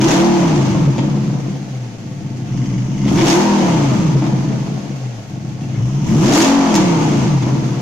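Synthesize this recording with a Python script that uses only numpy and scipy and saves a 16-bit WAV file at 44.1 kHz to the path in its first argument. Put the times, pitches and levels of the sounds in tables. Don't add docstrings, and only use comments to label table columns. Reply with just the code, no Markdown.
import sys
import numpy as np
from scipy import signal
from scipy.fft import rfft, irfft
from scipy.io import wavfile
from scipy.ndimage import uniform_filter1d

SR = 44100
rng = np.random.default_rng(int(sys.argv[2]) if len(sys.argv) > 2 else 0)


def file_out(sig):
    cols = np.atleast_2d(sig).T
    lim = np.clip(cols, -1, 1)
    pcm = np.round(lim * 32767).astype(np.int16)
    wavfile.write(sys.argv[1], SR, pcm)


N = 344421
TIME = np.arange(N) / SR

# (time [s], speed [cycles/s])
SPEED = [(0, 24.8), (.04, 26), (.1, 33), (.17, 36.7), (.27, 38.6), (.36, 38.1), (.42, 35.8), (.5, 31.5),
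         (.68, 25.3), (.8, 19.6), (.89, 17.3), (1.02, 14.2), (1.68, 13.4), (1.97, 11.1), (2.42, 10),
         (2.58, 12.1), (2.88, 12.4), (3.1, 14.3), (3.2, 25), (3.3, 34.8), (3.39, 40.2), (3.48, 41.2),
         (3.58, 40.2), (3.66, 36.6), (3.8, 29.8), (3.92, 25.6), (4.07, 19.3), (4.22, 16), (4.35, 14.6),
         (4.9, 14.2), (5, 13), (5.1, 12.3), (5.2, 11), (5.42, 9.5), (5.8, 11.2), (6, 14.8), (6.14, 14.3),
         (6.2, 19.4), (6.28, 29.4), (6.41, 41.5), (6.48, 45.6), (6.56, 46.6), (6.68, 44.7), (6.8, 39),
         (6.95, 32.4), (7.08, 30.7), (7.24, 25.5), (7.32, 20.5), (7.48, 16.5), (7.81, 15.8)]
IDLE_SPEED, LOW_SPEED, MID_SPEED = 13.85, 16.85, 28.2
# (pedal touched [s], floored [s], lifted [s], fuel cut [s], back at idle [s], crest [0-1])
REVS = [(-.6, -.05, .135, .41, .95, .45), (2.55, 3.11, 3.315, 3.63, 4.17, .8),
        (5.8, 6.11, 6.39, 6.715, 7.38, 1.0)]
PRESS_S, LIFT_S = 0.089, 0.2
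IDLE_DB, TOUCHED_DB, FULL_DB = -21.5, -16.5, -10.5
# (time [s], depth [dB], half length [s])
LULLS = [(1.637, 1, .065), (1.96, 1, .21), (2.38, -2, 0.05), (2.895, 0.5, .04), (4.5, -2, 0.17),
         (5.26, 1.5, .05), (5.678, -1.5, .07)]
# (time [s], depth [dB])
MISSES = [(.71, -3.5), (.94, 9), (1.09, 2), (1.213, 1.5), (1.285, 0.5), (1.42, 5), (1.6, 4), (1.68, 2),
          (1.8, 4), (1.98, 4), (2.1, 2.5), (2.155, 5), (2.33, 1), (2.41, -0.5), (2.49, 0), (2.745, -2),
          (2.875, 3), (2.98, 1), (4.01, -1), (4.2, 1), (4.39, -2), (4.465, 1), (4.57, 3), (4.645, 3),
          (4.83, 1), (5.17, 0), (5.268, 4), (5.4, 6), (5.58, 0), (5.69, 0), (5.745, -0.5), (7.395, 6),
          (7.52, 2), (7.745, 1)]
# (start [s], end [s], uneven part [dB])
EVEN_SPELLS = [(1.7, 2.02, -8), (4.95, 5.28, -12), (5.81, 5.99, -4), (7.3, 7.41, -4)]

# (frequency [Hz], time to fade by 60 dB [s])
ECHO_TIMES = [(125, 0.34), (500, 0.53), (2000, 0.4), (6000, 0.28), (14000, 0.4)]
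# (frequency [Hz], side against middle [dB])
WIDTH = [(60, -3.5), (110, -19.5), (200, -14.5), (380, -9.5), (700, -7), (1290, 0), (2380, -1.5),
         (4400, 2.5), (8120, -1), (15000, 10)]
# (frequency [Hz], left against right [dB])
BALANCE = [(60, -1), (110, 1.5), (200, 1), (380, 4), (700, 2.5), (1290, 4), (2380, 5), (4400, -5.5),
           (8120, 4.5), (15000, 0)]
# (time [s], gas noise change [dB])
CLOSENESS = [(0, -.5), (2.2, -0.7), (3.8, 0), (6.3, 0), (7.1, -0.5), (7.81, 1.1)]

# (frequency [Hz], relative level [dB])
RUMBLE = [(14, 4), (25, 17.0), (40, -28.0), (65, 7), (90, -38)]
TIP_RING = [(1300, -5), (1520, -10), (1620, -20), (1750, -6), (1950, -6), (2160, 5), (2330, -3), (2620, -3),
            (2750, -7), (2900, 2), (3050, -15), (3260, 0.5), (3600, -15), (4900, -33), (6100, -21),
            (6540, 6), (6750, -26), (7400, -5), (7900, -11)]
CHATTER = [(1600, -6), (2200, 8), (2550, -9), (2900, 5), (3700, -24), (4900, -2), (5500, -12), (6350, -1.5),
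           (7200, -15)]
SNARL = [(900, 10), (1500, -3), (2200, 7), (2750, -1), (3400, 4.5), (4200, -10), (5200, -4)]
HARD_RASP = [(240, -31), (400, 5), (606, 0), (662, -1), (777, -1.5), (892, 4.5), (985, 1.5), (1070, -4),
             (1220, -4), (1500, -19), (1950, -47), (3300, -120)]
IDLE_RASP = [(240, -27.5), (400, 1.5), (418, 0.5), (470, -1), (510, 1.5), (554, -1), (616, -6), (658, -2),
             (688, 2), (816, -5.5), (892, -3), (1020, -22), (1090, -7), (1210, -26), (1500, -32),
             (1950, -63), (3300, -120)]
HISS = [(760, -10), (1300, -2.5), (1710, -3), (2240, -2.5), (2500, -3.5), (3170, -5.5), (3940, -9.5),
        (5400, -10), (6350, -6.5), (7350, -19), (8040, -45.5), (9000, -32), (11700, -58), (19800, -120)]
THROTTLE_HISS = [(900, 5), (1300, 4), (1700, 2.5), (2200, 2), (2550, 3.5), (2900, 3), (3400, 1),
                 (3850, -5.5), (4500, -4.5), (5500, 4.5), (6450, 4), (7100, -6), (8300, -13), (11000, -31)]
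SIZZLE = [(4410, -13), (7500, -10.5), (8820, -19), (12400, -21), (14200, -29), (15600, -27)]
CRACK = [(700, 2), (1300, 3), (2500, 2.5), (4500, 0), (6600, 6), (8200, -14), (15000, -33.5)]
THUMP = [(90, -45), (140, 12), (320, 15), (420, -3.5), (700, -1.5), (980, -3), (1500, -20), (3000, -25.5)]
BOOM = [(50, -43.5), (80, -26.5), (105, -29), (124, 0), (134, 6), (145, -3), (168, -7), (200, -16.5)]
HOLLOW = [(140, -17), (172, -13), (205, -2), (236, -10.5), (265, -17)]
BARK = [(200, -38), (255, -11.5), (287, 1), (315, -1), (346, 1.5), (372, -10.5), (420, -33.5)]
PIPE_RESONANCES = [(40, -27), (85, -16.5), (105, -11), (125, -1.5), (143, -2), (170, -3), (205, -0.5),
                   (232, -3), (256, -5), (277, 0.5), (305, -1.5), (346, 4.5), (365, -6), (390, -19),
                   (500, -14), (1200, -13)]

# (base level [dB], per doubling of speed [dB], with pressure [dB per dB],
# at full throttle [dB], at a rev's crest [dB])
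RASP_LAW = (-40, 7.5, 0.8, 5.5, -1.5)
HISS_LAW = (-42.5, 6.5, 0.4357, 4, -5)
SIZZLE_LAW = (-60.5, 5.5, 0.2631, 9.5, 4.5)
# (start [s], pitch [Hz], relative level [dB], length [s])
SQUEAKS = [(5.16, 12350, -81, 0.18), (5.27, 11400, -74, .05), (5.623, 2749, -54, 0.028),
           (5.753, 2110, -47, 0.013), (5.82, 2980, -53, 0.02)]
# (time [s], level [dB])
CHATTER_LEVEL = [(2.45, -75), (2.56, -45), (2.78, -44), (2.88, -54), (2.97, -43), (3.06, -41), (3.2, -80),
                 (5.9, -83), (6.04, -52), (6.15, -36), (6.3, -80)]
# (start [s], length [s], level [dB])
SNARLS = [(0, .035, -26), (.108, .045, -27), (.982, .018, -28), (3.04, .012, -34), (3.068, .028, -27.5),
          (3.172, .065, -24), (3.27, .07, -30), (4.222, .05, -37), (7.424, .014, -35)]
# (time [s], relative crack level [dB], relative thump level [dB])
POPS = [(.014, -10, -22), (.108, -8, -22), (.405, -26, -16), (.7474, -27, -9.5), (.981, -20, -10),
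        (1.0363, -38, -15), (3.0742, -27, -17), (3.28, -6, -20), (3.304, -8, -26), (3.329, -8, -26),
        (3.622, -26, -13), (4.2195, -30, -7), (4.24, -29, -14), (4.265, -28, -15), (4.325, -34, -19),
        (4.43, -36, -20), (4.48, -36, -21), (6.322, -7, -28), (6.336, -5, -28), (6.353, -3, -28),
        (6.3773, -2, -19), (6.402, -4, -28), (6.422, -3, -28), (6.446, -5, -24), (6.468, -8, -24),
        (6.487, -10, -22), (6.7417, -5, -28), (6.7529, -2.5, -14), (6.759, -9, -26), (6.7794, -15, -16),
        (6.8042, -14, -15), (7.424, -24, -21), (7.4628, -27, -9), (7.487, -32, -14)]
# (speed [cycles/s], boom [dB], hollow [dB], bark [dB])
BURBLE_LEVELS = [(10.1, -5, -10, -14), (14.2, -9.5, -7, -15), (25.3, -13.5, -17.5, -11.5),
                 (44.7, -20, -11, -11)]
# (order, idle [dB], low speed [dB], mid speed [dB], full throttle [dB], hanging [dB])
ORDERS = [(3, -26, -7, -13, -20, -31), (4, -22, -24, -12.5, -13, -15.5), (5, -22, -13, -4.5, -8.5, -7),
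          (6, -13.5, -19, -19.5, -15, -6), (7, -19, -15.5, -14, -24, -21), (8, -21, -5, -19, -7.5, -13),
          (9, -14, -6, -14.5, -15, -10), (10, -4.5, -21.5, -15.5, -14.5, -35),
          (11, -11.5, -48, -22, -20.5, -34), (12, -19, -36, -16, -10, -30),
          (14, -21, -49, -13.5, -28.5, -29), (15, -14, -17, -17, -7, -29),
          (20, -19, -19.5, -25, -21.5, -26), (22, -19, -24.5, -22, -29, -15),
          (25, -26, -17.5, -14, -21, -14)]
# (time [s], order, boost [dB], half length [s])
SINGS = [(0.016, 12, 5.5, 0.066), (.155, 9, 8, 0.065), (.3, 9, 2, 0.042), (0.606, 5, 3, 0.091),
         (.915, 8, 7.5, 0.051), (1.822, 10, 2.5, 0.11), (3.048, 10, 5, 0.11), (3.142, 8, 8, 0.034),
         (3.24, 12, 6, 0.033), (3.355, 9, 8.5, 0.069), (3.91, 5, 3.5, 0.064), (4.148, 8, 7, 0.12),
         (5.043, 10, 4, 0.081), (5.924, 10, 9, 0.2), (6.238, 8, 8, 0.092), (6.423, 8, 3.5, 0.049),
         (6.58, 6, 4, 0.37), (6.802, 8, 16.5, 0.057), (7.16, 8, 9.5, 0.046), (7.37, 7, 21, 0.1)]


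def gain_of(db):
    return 10 ** (np.asarray(db) / 20)


def follow(curve):
    return np.interp(TIME, *np.transpose(curve))


def read(spectrum, hz):
    known_hz, values = np.transpose(spectrum)
    return np.interp(np.log(hz + 1), np.log(known_hz + 1), values)


def window(start, end, fade):
    return np.clip(np.minimum(TIME - start, end - TIME) / fade + .5, 0, 1)


def bump(centre, half_length):
    return np.exp(-((TIME - centre) / half_length) ** 2)


def fade_out(x, decay_s):
    return signal.lfilter([1], [1, -np.exp(-1 / (decay_s * SR))], x)


def steady(x, span_s):
    size = max(int(span_s * SR), 8)
    power = np.mean(np.atleast_2d(x) ** 2, axis=0)
    power = uniform_filter1d(uniform_filter1d(power, size), size)
    return x / np.sqrt(abs(power) + 1e-4 * power.mean())


def wander(hz):
    knots = np.arange(0, TIME[-1] + 1, 1 / (2 * hz))
    drift = np.interp(TIME, knots, rng.standard_normal(4096)[:len(knots)])
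    return drift / drift.std()


def colour(x, spectrum):
    hz = abs(np.fft.fftfreq(8192, 1 / SR)) + 1
    octaves_outside = abs(np.log2(hz / np.clip(hz, spectrum[0][0], spectrum[-1][0])))
    log_gain = np.log(gain_of(np.maximum(read(spectrum, hz) - 48 * octaves_outside, -100)))
    response = np.exp(np.conj(signal.hilbert(log_gain)))
    taps = np.fft.ifft(response).real[:4096]
    return signal.oaconvolve(x, taps[None], axes=1)[:, :N]


def showroom(x, wet_db):
    size = SR // 2
    hz, age, noise = signal.stft(rng.standard_normal((2, size)), SR, nperseg=512)
    dying = noise * gain_of(-60 * age / read(ECHO_TIMES, hz)[:, None])
    tails = signal.istft(dying, SR, nperseg=512)[1][:, :size] * (TIME[:size] > .004)
    mid, side = rfft(tails / np.linalg.norm(tails, axis=1, keepdims=True))
    mid = (1 + gain_of(wet_db) * mid) / np.hypot(1, gain_of(wet_db))
    hz = np.fft.rfftfreq(size, 1 / SR)
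    side = side * gain_of(read(WIDTH, hz) - 1.5)
    lean = gain_of(read(BALANCE, hz) / 2)
    response = irfft(np.array([(mid + side) * lean, (mid - side) / lean]))
    return signal.fftconvolve(x[None], response, axes=1)[:, :N]


def early_echoes(x, echo_db, drift_s=0.00063, count=6):
    out = x.copy()
    for side in range(len(x)):
        for _ in range(count):
            delay = rng.uniform(.0014, .03) + drift_s * wander(.6)
            out[side] += gain_of(echo_db) * rng.choice([-1, 1]) * np.interp(TIME - delay, TIME, x[side])
    return out


def pressure(settle_s=.7):
    levels = [IDLE_DB, TOUCHED_DB, TOUCHED_DB, FULL_DB, FULL_DB, IDLE_DB]
    revs = [np.interp(TIME, [touch - PRESS_S, touch, floor - PRESS_S, floor, idle, idle + settle_s],
                      levels) for touch, floor, _, _, idle, _ in REVS]
    return np.max(revs, axis=0) - sum(db * bump(s, half_length) for s, db, half_length in LULLS)


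def load(lead_s=0.11, ease_s=0.097):
    return sum(np.interp(TIME, [touch - lead_s, touch, floor + ease_s, lift + ease_s], [0, 1, 1, 0])
               for touch, floor, lift, *_ in REVS)


def floored():
    return sum(np.interp(TIME, [floor - PRESS_S, floor, lift, lift + LIFT_S], [0, 1, 1, 0])
               for _, floor, lift, *_ in REVS)


def hanging(delay_s=0.057, fade_s=0.035):
    return sum(window(lift + delay_s, cut, fade_s) for _, _, lift, cut, _, _ in REVS)


def evenness(fade_s=0.095):
    return sum(db * window(start, end, fade_s) for start, end, db in EVEN_SPELLS)


def flow(speed, law, crest_s=0.071):
    base_db, octave_db, slope, throttle_db, crest_db = law
    crest = sum(strength * bump(lift, crest_s * np.sqrt(strength)) for _, _, lift, _, _, strength in REVS)
    running_db = base_db + octave_db * np.log2(speed / IDLE_SPEED) + slope * (pressure() - IDLE_DB)
    return running_db + throttle_db * floored() + crest_db * crest


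def firings(cycles, spread_db, per_cycle=10):
    at = np.flatnonzero(np.diff(np.floor(cycles * per_cycle)))
    clicks = np.zeros(N)
    clicks[at] = gain_of(spread_db * np.clip(rng.standard_normal(N)[at], -2, 2))
    return clicks


def rattle(clicks, spectrum, decay_s):
    bursts = fade_out(clicks, decay_s) * rng.standard_normal(N)
    return steady(colour(bursts[None], spectrum)[0], .1)


def rumble():
    air = colour(showroom(rng.standard_normal(N), wet_db=-3), RUMBLE)
    level_db = -47 + 0.75 * (pressure() - IDLE_DB) + 6.5 * load()
    return gain_of(level_db) * steady(air, 0.14)


def squeaks():
    out = np.zeros(N)
    wobble = 1 + 0.0063 * wander(60)
    for start, hz, db, length in SQUEAKS:
        swell = np.sin(np.pi * np.clip((TIME - start) / length, 0, 1))
        out += gain_of(db + 11) * swell * np.sin(2 * np.pi * np.cumsum(hz * wobble) / SR)
    return showroom(out, wet_db=-18)


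def tip_ring(cycles, speed):
    coasting = sum(window(cut, idle, 0.25) for _, _, _, cut, idle, _ in REVS)
    ring = rattle(firings(cycles, spread_db=6), TIP_RING, decay_s=.002)
    level_db = -40.5 + 12 * np.log2(speed / MID_SPEED)
    return showroom(coasting * gain_of(level_db) * ring, wet_db=-4.5)


def snarls(cycles):
    level = sum(gain_of(db) * window(start, start + length, 0.018) for start, length, db in SNARLS)
    snarl = level * rattle(firings(cycles, spread_db=2), SNARL, decay_s=.004)
    knocks = firings(cycles, spread_db=2, per_cycle=2)
    chatter = gain_of(follow(CHATTER_LEVEL)) * rattle(knocks, CHATTER, decay_s=.009)
    return showroom(snarl + chatter, wet_db=-6)


def crackle(speed, snaps_per_s=220):
    sizzle_db = flow(speed, SIZZLE_LAW)
    crest = np.clip((sizzle_db + 48) / 10, 0, 1)
    snaps = (rng.random(N) < snaps_per_s / SR) * gain_of(3 * np.clip(rng.standard_normal(N), -2, 2))
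    bursts = fade_out(snaps, decay_s=0.0022) * rng.standard_normal(N)
    cracks = colour(showroom(bursts, wet_db=-4), CRACK)
    return crest * gain_of(sizzle_db + 19) * steady(cracks, 0.6)


def puffs(cycles, spread_db, decay_s, wet_db, linger_s):
    pulses = fade_out(firings(cycles, spread_db), decay_s)
    echo = np.sqrt(fade_out(pulses ** 2, linger_s))
    wash = gain_of(wet_db) * steady(echo, 0.22)
    direct_noise, mid_noise, side_noise = rng.standard_normal((3, N))
    mid = steady(pulses, 0.05) * direct_noise + wash * mid_noise
    side = np.hypot(steady(pulses, 0.23), wash) * side_noise
    width_db = np.minimum(read(WIDTH, np.fft.rfftfreq(N, 1 / SR)), 0) - 0.2
    side = irfft(rfft(side) * gain_of(width_db), N)
    return np.array([mid + side, mid - side])


def gas(cycles, speed):
    long_puffs = puffs(cycles, spread_db=3, decay_s=0.0049, wet_db=-1, linger_s=0.0062)
    low = early_echoes(long_puffs, echo_db=-15.5) * gain_of([[1], [-1]])
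    short_puffs = puffs(cycles, spread_db=5, decay_s=0.0015, wet_db=10.5, linger_s=0.05)
    high = early_echoes(short_puffs, echo_db=-20)
    throttle = np.clip(load(), 0, 1)
    rasp_db = flow(speed, RASP_LAW) - 3 * throttle - 5 * hanging()
    hardness = np.clip((rasp_db + 40) / 9 + 0.52 * throttle, 0, 1)
    rasp = np.sqrt(hardness) * steady(colour(low, HARD_RASP), 0.58)
    rasp += np.sqrt(1 - hardness) * steady(colour(low, IDLE_RASP), 0.1)
    hiss = np.sqrt(1 - throttle) * steady(colour(high, HISS), 0.059)
    hiss += np.sqrt(throttle) * steady(colour(high, THROTTLE_HISS), 0.042)
    sizzle = steady(colour(high, SIZZLE), 0.16)
    return (gain_of(rasp_db + 3.5 - 4.08 * hardness) * rasp
            + gain_of(flow(speed, HISS_LAW) + 2) * hiss
            + gain_of(flow(speed, SIZZLE_LAW) + 7.5) * sizzle)


def pops(crack_decay_s=0.0038, thump_decay_s=0.0075):
    cracks, thumps = np.zeros((2, N))
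    for start, crack_db, thump_db in POPS:
        age = abs(TIME - start)
        cracks += gain_of(crack_db - 3) * (TIME >= start) * np.exp(-age / crack_decay_s)
        thumps += gain_of(thump_db + 9) * (TIME >= start) * np.exp(-age / thump_decay_s)
    noise = rng.standard_normal(N)
    crack = colour(showroom(cracks * noise, wet_db=-3), CRACK)
    return crack + colour(showroom(thumps * noise, wet_db=0), THUMP)


def misfires(speed, miss_s=0.026, gap_s=.03):
    missed_db = sum(np.interp(TIME, [s - miss_s, s, s + miss_s], [0, db, 0]) for s, db in MISSES)
    before_pop = np.max([np.interp(TIME, [s - gap_s, s - gap_s / 2, s, s + gap_s / 10], [0, 1, 1, 0])
                         for s, _, _ in POPS], axis=0)
    depth_db = 3.5 - 7 * np.clip(load(), 0, 1)
    return gain_of(-missed_db - depth_db * before_pop * (speed < MID_SPEED))


def howl(cycles, speed, pipe_hz=673):
    tones = np.zeros(N)
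    for order in range(11, 29):
        on_tone = 1 / (1 + ((order * speed - pipe_hz) / 30) ** 2)
        db = 5.2 * wander(4) + 2 * rng.standard_normal() + 8.7 * on_tone
        tones += gain_of(db) * np.sin(2 * np.pi * (order * cycles + rng.random()))
    fast = np.clip((speed - 18) / 15, 0, 1)
    level_db = flow(speed, RASP_LAW) + 3.5 * hanging() - 4.5
    return gain_of(level_db) * fast * steady(colour(showroom(tones, wet_db=-7), HARD_RASP), 0.14)


def burble(cycles, speed):
    speeds, *levels = np.transpose(BURBLE_LEVELS)
    drive_db = pressure() - 4.5 * hanging()
    boom_db, hollow_db, bark_db = [drive_db + np.interp(speed, speeds, db) for db in levels]
    clicks = firings(cycles, spread_db=6.5)
    fired = clicks > 0
    uneven = showroom(clicks - fired * clicks[fired].mean(), wet_db=-3.5)
    boom = gain_of(boom_db + evenness() + 2.2) * steady(colour(uneven, BOOM), 0.04)
    hollow = gain_of(hollow_db + evenness() / 2 + 0.94) * steady(colour(uneven, HOLLOW), 0.05)
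    bark = gain_of(bark_db + evenness() / 2 + 5.5 * floored()) * steady(colour(uneven, BARK), 0.07)
    return boom + hollow + bark


def engine_note(cycles, speed, waver_db=2):
    pressure_db, throttle, hang, even_db = pressure(), floored(), hanging(), evenness()
    note = np.zeros(N)
    for order, *levels, floored_db, hanging_db in ORDERS:
        db = np.interp(speed, [IDLE_SPEED, LOW_SPEED, MID_SPEED], levels)
        db += throttle * (floored_db - db)
        db += hang * (hanging_db - db)
        db += sum(boost * bump(s, half_length) for s, k, boost, half_length in SINGS if k == order)
        db += even_db * (order != 10)
        db += pressure_db + read(PIPE_RESONANCES, order * speed) + waver_db * wander(8)
        note += gain_of(db) * np.sin(2 * np.pi * (order * cycles + rng.random()))
    return gain_of(0.5) * showroom(np.sqrt(2) * note, wet_db=-35)


def scene():
    stagger = (.003 + .004 * (1 - hanging())) * wander(25)
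    speed = uniform_filter1d(follow(SPEED), size=2400) * (1 + stagger)
    cycles = np.cumsum(speed) / SR
    gaps = misfires(speed)
    exhaust = gaps * (engine_note(cycles, speed) + burble(cycles, speed)) + howl(cycles, speed)
    rush = gaps ** .33 * gas(cycles, speed)
    gas_noise = gain_of(follow(CLOSENESS)) * (rush + tip_ring(cycles, speed))
    return exhaust + gas_noise + snarls(cycles) + crackle(speed) + pops() + rumble() + squeaks()


def record(dry, ceiling=0.48, knee=5, cutoff_hz=15650):
    rounded = dry / (1 + abs(dry / ceiling) ** knee) ** (1 / knee)
    lowpass = signal.firwin(1023, cutoff_hz, window=("kaiser", 10), fs=SR)
    return signal.oaconvolve(rounded, lowpass[None], "same")


dry = scene()
out = record(dry)
file_out(out)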